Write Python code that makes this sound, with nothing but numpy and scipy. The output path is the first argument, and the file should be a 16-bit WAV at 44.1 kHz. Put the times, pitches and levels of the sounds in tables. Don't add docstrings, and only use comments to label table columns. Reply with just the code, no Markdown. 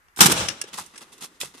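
import sys
import numpy as np
from scipy import signal
from scipy.fft import rfft, irfft
from scipy.io import wavfile
from scipy.ndimage import uniform_filter1d

SR = 44100
rng = np.random.default_rng(int(sys.argv[2]) if len(sys.argv) > 2 else 0)


def master_out(mix):
    frames = np.transpose(np.atleast_2d(mix))
    ceiling = np.clip(frames, -1, 1)
    pcm = np.round(ceiling * 32767).astype(np.int16)
    wavfile.write(sys.argv[1], SR, pcm)


N = 70560
T = np.arange(N) / SR
HZ = np.maximum(np.arange(N // 2 + 1) * SR / N, 1)


def amp(db):
    return 10 ** (np.asarray(db) / 20)


def unit(x):
    return x / np.sqrt(np.mean(x ** 2))


def placed(db, pan_db):
    return amp(db + np.array([[pan_db], [-pan_db]]) / 2)


def curve(points):
    hz, value = np.array(points, float).T
    return np.interp(np.log(HZ), np.log(hz), value)


def colour(x, db):
    return irfft(rfft(x) * amp(db), N)


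def tilt(db_per_octave):
    return db_per_octave * np.log2(1 + HZ / 400)


def hump(hz, width):
    distance = np.log2(HZ / hz) / width
    return -20 * np.log10(1 + distance ** 4 + distance ** 2 / 2)


def bass_cut(hz):
    return -10 * np.log10(1 + (hz / HZ) ** 4)


def grains(db, seconds=.0006):
    size = max(int(seconds * SR), 1)
    gains = amp(db * rng.standard_normal(N)[:N // size + 1])
    return uniform_filter1d(np.repeat(gains, size), size)[:N]


def envelope(start, rise, hold, fade):
    return np.clip((T - start) / rise, 0, 1) * amp(-60 * np.maximum(T - start - rise - hold, 0) / fade)


def ring(start, hz, fade):
    phase = 2 * np.pi * (rng.random() + rng.random((2, 1)) * min(hz / 3000, 1))
    return envelope(start, .0005, 0, fade) * np.sin(2 * np.pi * hz * T + phase)


# f/Hz, likeness (0 is unrelated, 1 or more is almost the same)
LIKENESS = [(50, -0.2), (140, 4.1), (300, 0.77), (600, 1.27), (1200, -0.25), (3000, 0.2), (8000, 0)]
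def noise(db, grain=1, likeness=LIKENESS):
    alike = np.clip(curve(likeness), -.99, .99)
    mid, side = rfft(rng.standard_normal((2, N)) * grain)
    mid, side = mid * np.sqrt(1 + alike), side * np.sqrt(1 - alike)
    return unit(irfft(np.array([mid + side, mid - side]) * amp(db), N))


# f/Hz, relative level/dB
AIR_TONE = [(20, -22.5), (35, -12), (70, -13), (160, -27), (350, -23.5), (600, -28.5), (1200, -16),
            (1900, -16.5), (3300, -31.5), (13000, -34), (14600, -40.5)]
def outdoor_air():
    return amp(-62) * noise(curve(AIR_TONE))


# t/s, level/dB, hold/s, fade/s, tilt/(dB per octave), pan/dB
CRACKS = [(0.0824, -58.5, .001, .03, -5.5, -2), (.4845, -19.5, 0.0048, 0.015, 1.5, 9),
          (0.497, -36.5, 0.0027, 0.13, 0, 19.5), (0.6134, -22.5, 0.0021, 0.028, 3, -1.5),
          (0.638, -39.5, 0.0024, 0.043, -.5, 5), (0.861, -45, 0.00074, 0.037, 7, -9),
          (0.957, -43.5, 0.0064, 0.058, -2, 1), (0.977, -38, 0.0014, 0.065, 1.5, -1)]
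# f/Hz, relative level/dB
SNAP_TONE = [(100, -12), (400, -9), (900, -4.5), (1600, 1), (2150, -2), (2850, 0), (3800, -4.5),
             (4600, -3.5), (5600, 2.5), (6800, -5.5), (7300, -2.5), (7900, 1), (10300, -3.5), (12000, -19),
             (14000, -22)]
# f/Hz, relative level/dB, fade/s
CRACK_RINGS = [(1680, -9, .06), (2780, -10, .06), (3500, -15, .045), (5160, -10, .04), (5700, -6, .035),
               (6560, -9, .035), (7930, -10, .03), (9040, -12, .02), (10080, -11, .025)]
def cracks():
    rise_s, spread_db = .0013, 1
    out = 0
    for start, db, hold, fade, slope, pan in CRACKS:
        snap = envelope(start, rise_s, hold, fade) * noise(curve(SNAP_TONE) + tilt(slope))
        rings = 0
        for hz, ring_db, ring_fade in CRACK_RINGS:
            struck_db = ring_db + slope * np.log2(hz / 5000) - spread_db * rng.standard_normal()
            rings += amp(struck_db) * ring(start + rise_s, hz, ring_fade)
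        out += placed(db, pan) * (snap + rings)
    return out


# t/s, level/dB, rise/s, fade/s, tilt/(dB per octave)
SPITS = [(0.1621, -38.5, .0005, 0.079, 4), (0.171, -32, 0.0026, 0.044, -2.5),
         (0.18, -31, .0005, 0.09, 10.5), (0.187, -21.5, 0.0063, 0.087, -3.4),
         (0.2049, -12, 0.00085, 0.015, 0)]
# f/Hz, relative level/dB
JET_TONE = [(250, -8), (450, -6), (900, -4), (1400, -1), (1900, -6.5), (2400, -5.5), (3700, -4.5),
            (4600, -9), (5400, -2.5), (6600, -6.5), (8500, -2.5), (11500, -9.5), (13700, -12),
            (14600, -23.5)]
def valve():
    tone = curve(JET_TONE) + hump(2000, 5.7)
    return sum(amp(db) * envelope(start, rise, 0, fade) * noise(tone + tilt(slope))
               for start, db, rise, fade, slope in SPITS)


# t/s, level/dB, rise/s, fade/s
GUSTS = [(.186, -38.5, 0.0072, .1), (0.206, -19.5, 0.0052, .09)]
def gusts():
    out = 0
    for start, db, rise, fade in GUSTS:
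        flutter = unit(colour(rng.standard_normal((2, N)), hump(hz=90, width=1.1)))
        out += amp(db) * envelope(start, rise, 0, fade) * flutter
    return out


# t/s, level/dB, hold/s, fade/s, tilt/(dB per octave), pan/dB
SURGES = [(0.2069, 2, 0.0037, 0.072, 0.5, 2), (0.228, -13, 0.018, 0.16, -.5, 4),
          (0.258, -9, 0.0091, 0.039, -0.77, -3.5), (.296, -22.5, 0.017, 0.18, -1.2, -2.5),
          (0.3171, -16, 0.0085, 0.019, 0.9, -1.5)]
# t/s, level/dB, hold/s, fade/s, f/Hz
PUFFS = [(0.188, -32, 0.0054, 0.032, 407), (0.206, -18.5, 0.0085, 0.057, 229.4),
         (0.242, -22, 0.021, 0.075, 190), (0.282, -23, 0.034, 0.15, 295)]
def muzzle():
    round_trip_s, reflection = .0069, .15
    tube = -20 * np.log10(abs(1 + reflection * np.exp(-2j * np.pi * HZ * round_trip_s)))
    jet = curve(JET_TONE) + tube + bass_cut(200)
    out = 0
    for start, db, hold, fade, slope, pan in SURGES:
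        hiss = noise(jet + tilt(slope), grains(db=3))
        out += placed(db, pan) * envelope(start, .0005, hold, fade) * hiss
    for start, db, hold, fade, hz in PUFFS:
        out += amp(db) * envelope(start, .0038, hold, fade) * noise(hump(hz, width=.77))
    return out


# f/Hz, relative level/dB, fade/s
BARREL_RINGS = [(142, -32, .25), (192, -27, .25), (238, -29, .25), (330, -30, .3), (394, -27, .3),
                (845, -23, .25), (962, -24, .25), (1277, -22, .25), (1429, -21, .25), (3529, -20, .18),
                (5230, -18, .16), (5782, -18, .18), (8118, -21, .16), (8957, -21, .16)]
def barrel():
    blast_s = SURGES[0][0]
    return sum(amp(db - .5) * ring(blast_s, hz, fade) for hz, db, fade in BARREL_RINGS)


# t/s, level/dB, rise/s, hold/s, fade/s, f/Hz, width/octaves
RUMBLES = [(0.23, -40.5, 0.014, 0.191, 0.37, 89, 0.76), (0.458, -51, 0.023, 0.052, 0.53, 262, 0.51),
           (0.916, -63, 0.045, 0.34, 0.94, 331.7, 0.56)]
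def rumble():
    return sum(amp(db) * envelope(start, rise, hold, fade) * noise(hump(hz, width))
               for start, db, rise, hold, fade, hz, width in RUMBLES)


# t/s after the shot, level/dB before dulling, rise/s, hold/s, fade/s, tilt/(dB per octave)
ECHOES = [(0.04, -17, 0.029, .02, .5, -2.5), (0.137, -14.5, 0.024, 0.033, .25, -0.5),
          (0.269, -26.5, 0.038, .08, 1.1, 1.3), (0.728, -36, 0.043, 0.12, 2.2, 0)]
# f/Hz, relative level/dB
ECHO_TONE = [(50, -1), (100, 3), (150, -6.5), (230, -6.5), (350, -5), (560, -0.5), (900, 0), (2000, 1),
             (3000, 3.5), (8000, 3), (14000, -2.5)]
# f/Hz, pan/dB
ECHO_PAN = [(1000, -0.5), (5500, -2.5), (8000, 3.5), (12000, -3.5)]
def echoes(shot):
    response = 0
    for delay, db, rise, hold, fade, slope in ECHOES:
        scatter = noise(curve(ECHO_TONE) + tilt(slope), grains(db=4.5))
        response += amp(db) * unit(envelope(delay, rise, hold, fade) * scatter) / np.sqrt(N)
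    hz, t, frames = signal.stft(response, SR, nperseg=256)
    air_loss_db = 5.5 * np.outer(hz / 1000, t)
    dulled = signal.istft(frames * amp(-air_loss_db), SR)[1][:, :N]
    lean = curve(ECHO_PAN) / 2
    return signal.fftconvolve(shot, colour(dulled, np.array([lean, -lean])), axes=1)[:, :N]


# t/s, level/dB, rise/s, hold/s, fade/s, tilt/(dB per octave)
CRUNCHES = [(0.672, -44, 0.014, 0.0035, 0.055, 0), (.728, -34, 0.0081, 0.0037, 0.17, 1.5),
            (0.77, -32, 0.0081, 0.0083, 0.21, 3), (0.932, -48, 0.013, .004, 0.096, -3),
            (1.003, -43, 0.013, 0.011, 0.096, 0.3), (1.116, -48.5, 0.011, 0.0085, 0.14, 2.8),
            (1.178, -50, 0.0032, 0.0025, 0.06, 3.5), (1.205, -34.5, 0.017, .004, 0.1, 2),
            (1.233, -34, 0.0023, 0.011, 0.083, 3.4), (1.401, -28.5, 0.0052, .006, 0.056, 6),
            (1.412, -29.5, 0.00077, 0.0034, 0.085, 4.4), (1.426, -33.5, 0.0011, 0.0052, .2, 2.5),
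            (1.536, -47.5, .005, 0.008, 0.16, 0.5), (1.572, -47, 0.0041, 0.0082, .15, 1.4)]
# f/Hz, relative level/dB
GRAVEL_TONE = [(88, -29.5), (150, -1.5), (465, -3.5), (608, -9), (1120, 0), (1810, -10), (2030, -1.5),
               (2330, -12.5), (2660, -1), (3040, -8), (3410, -2.5), (4290, -7), (5950, -7), (9980, -9.5),
               (14600, -25.5)]
# t/s, level/dB, fade/s, f/Hz, width/octaves
KNOCKS = [(0.6405, -38.5, 0.024, 397, 0.37), (0.736, -44, .12, 186, 0.39), (0.78, -28.5, 0.1, 1065, 0.52),
          (0.784, -46.5, 0.27, 200, 2.1), (1.014, -54, 0.24, 291, .5), (1.216, -50.5, 0.32, 213, 0.64),
          (1.237, -46.5, 0.058, 803, 0.92), (1.411, -25.5, 0.039, 3200, 0.54),
          (1.432, -32.5, 0.028, 670, 0.87), (1.426, -49.5, 0.31, 149, 1.1), (1.547, -50, 0.12, 306, .5)]
# f/Hz, likeness
NEARBY = [(60, 1), (400, 0.89), (1200, 0.39), (3500, 0.48), (7000, 0), (12000, 0.12)]
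def gravel():
    stones = curve(GRAVEL_TONE) + bass_cut(90)
    out = 0
    for start, db, rise, hold, fade, slope in CRUNCHES:
        clicks = noise(stones + tilt(slope), grains(db=3.8), NEARBY)
        out += amp(db) * envelope(start, rise, hold, fade) * clicks
    for start, db, fade, hz, width in KNOCKS:
        out += amp(db) * envelope(start, .0024, 0, fade) * noise(hump(hz, width), likeness=NEARBY)
    settling = envelope(start=.704, rise=.022, hold=0, fade=10) * grains(db=1.2, seconds=.025)
    rustle = amp(-55.5) * settling * noise(stones, likeness=NEARBY)
    return out + rustle


def scene():
    shot = valve() + muzzle() + barrel()
    ground_dip_db = -19 * amp(hump(hz=589, width=.24))
    direct = colour(shot, ground_dip_db)
    return direct + gusts() + echoes(shot) + rumble() + cracks() + gravel() + outdoor_air()


# f/Hz, pan/dB
MIC_PAN = [(200, 0), (700, 1), (2000, 2.5), (4000, 3), (5500, 5.5), (7000, -6), (8500, -17), (10500, -18.5),
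           (12000, -15), (14000, -20.5)]
def record(dry):
    lean = curve(MIC_PAN)
    keep_power_db = -10 * np.log10((amp(lean) + amp(-lean)) / 2)
    heard = colour(dry, np.array([lean, -lean]) / 2 + keep_power_db)
    overloaded = np.clip(heard, -.86, .86)
    treble_cut = signal.ellip(10, .2, 70, 14700, fs=SR, output="sos")
    return signal.sosfilt(treble_cut, overloaded)


dry = scene()
out = record(dry)
master_out(out)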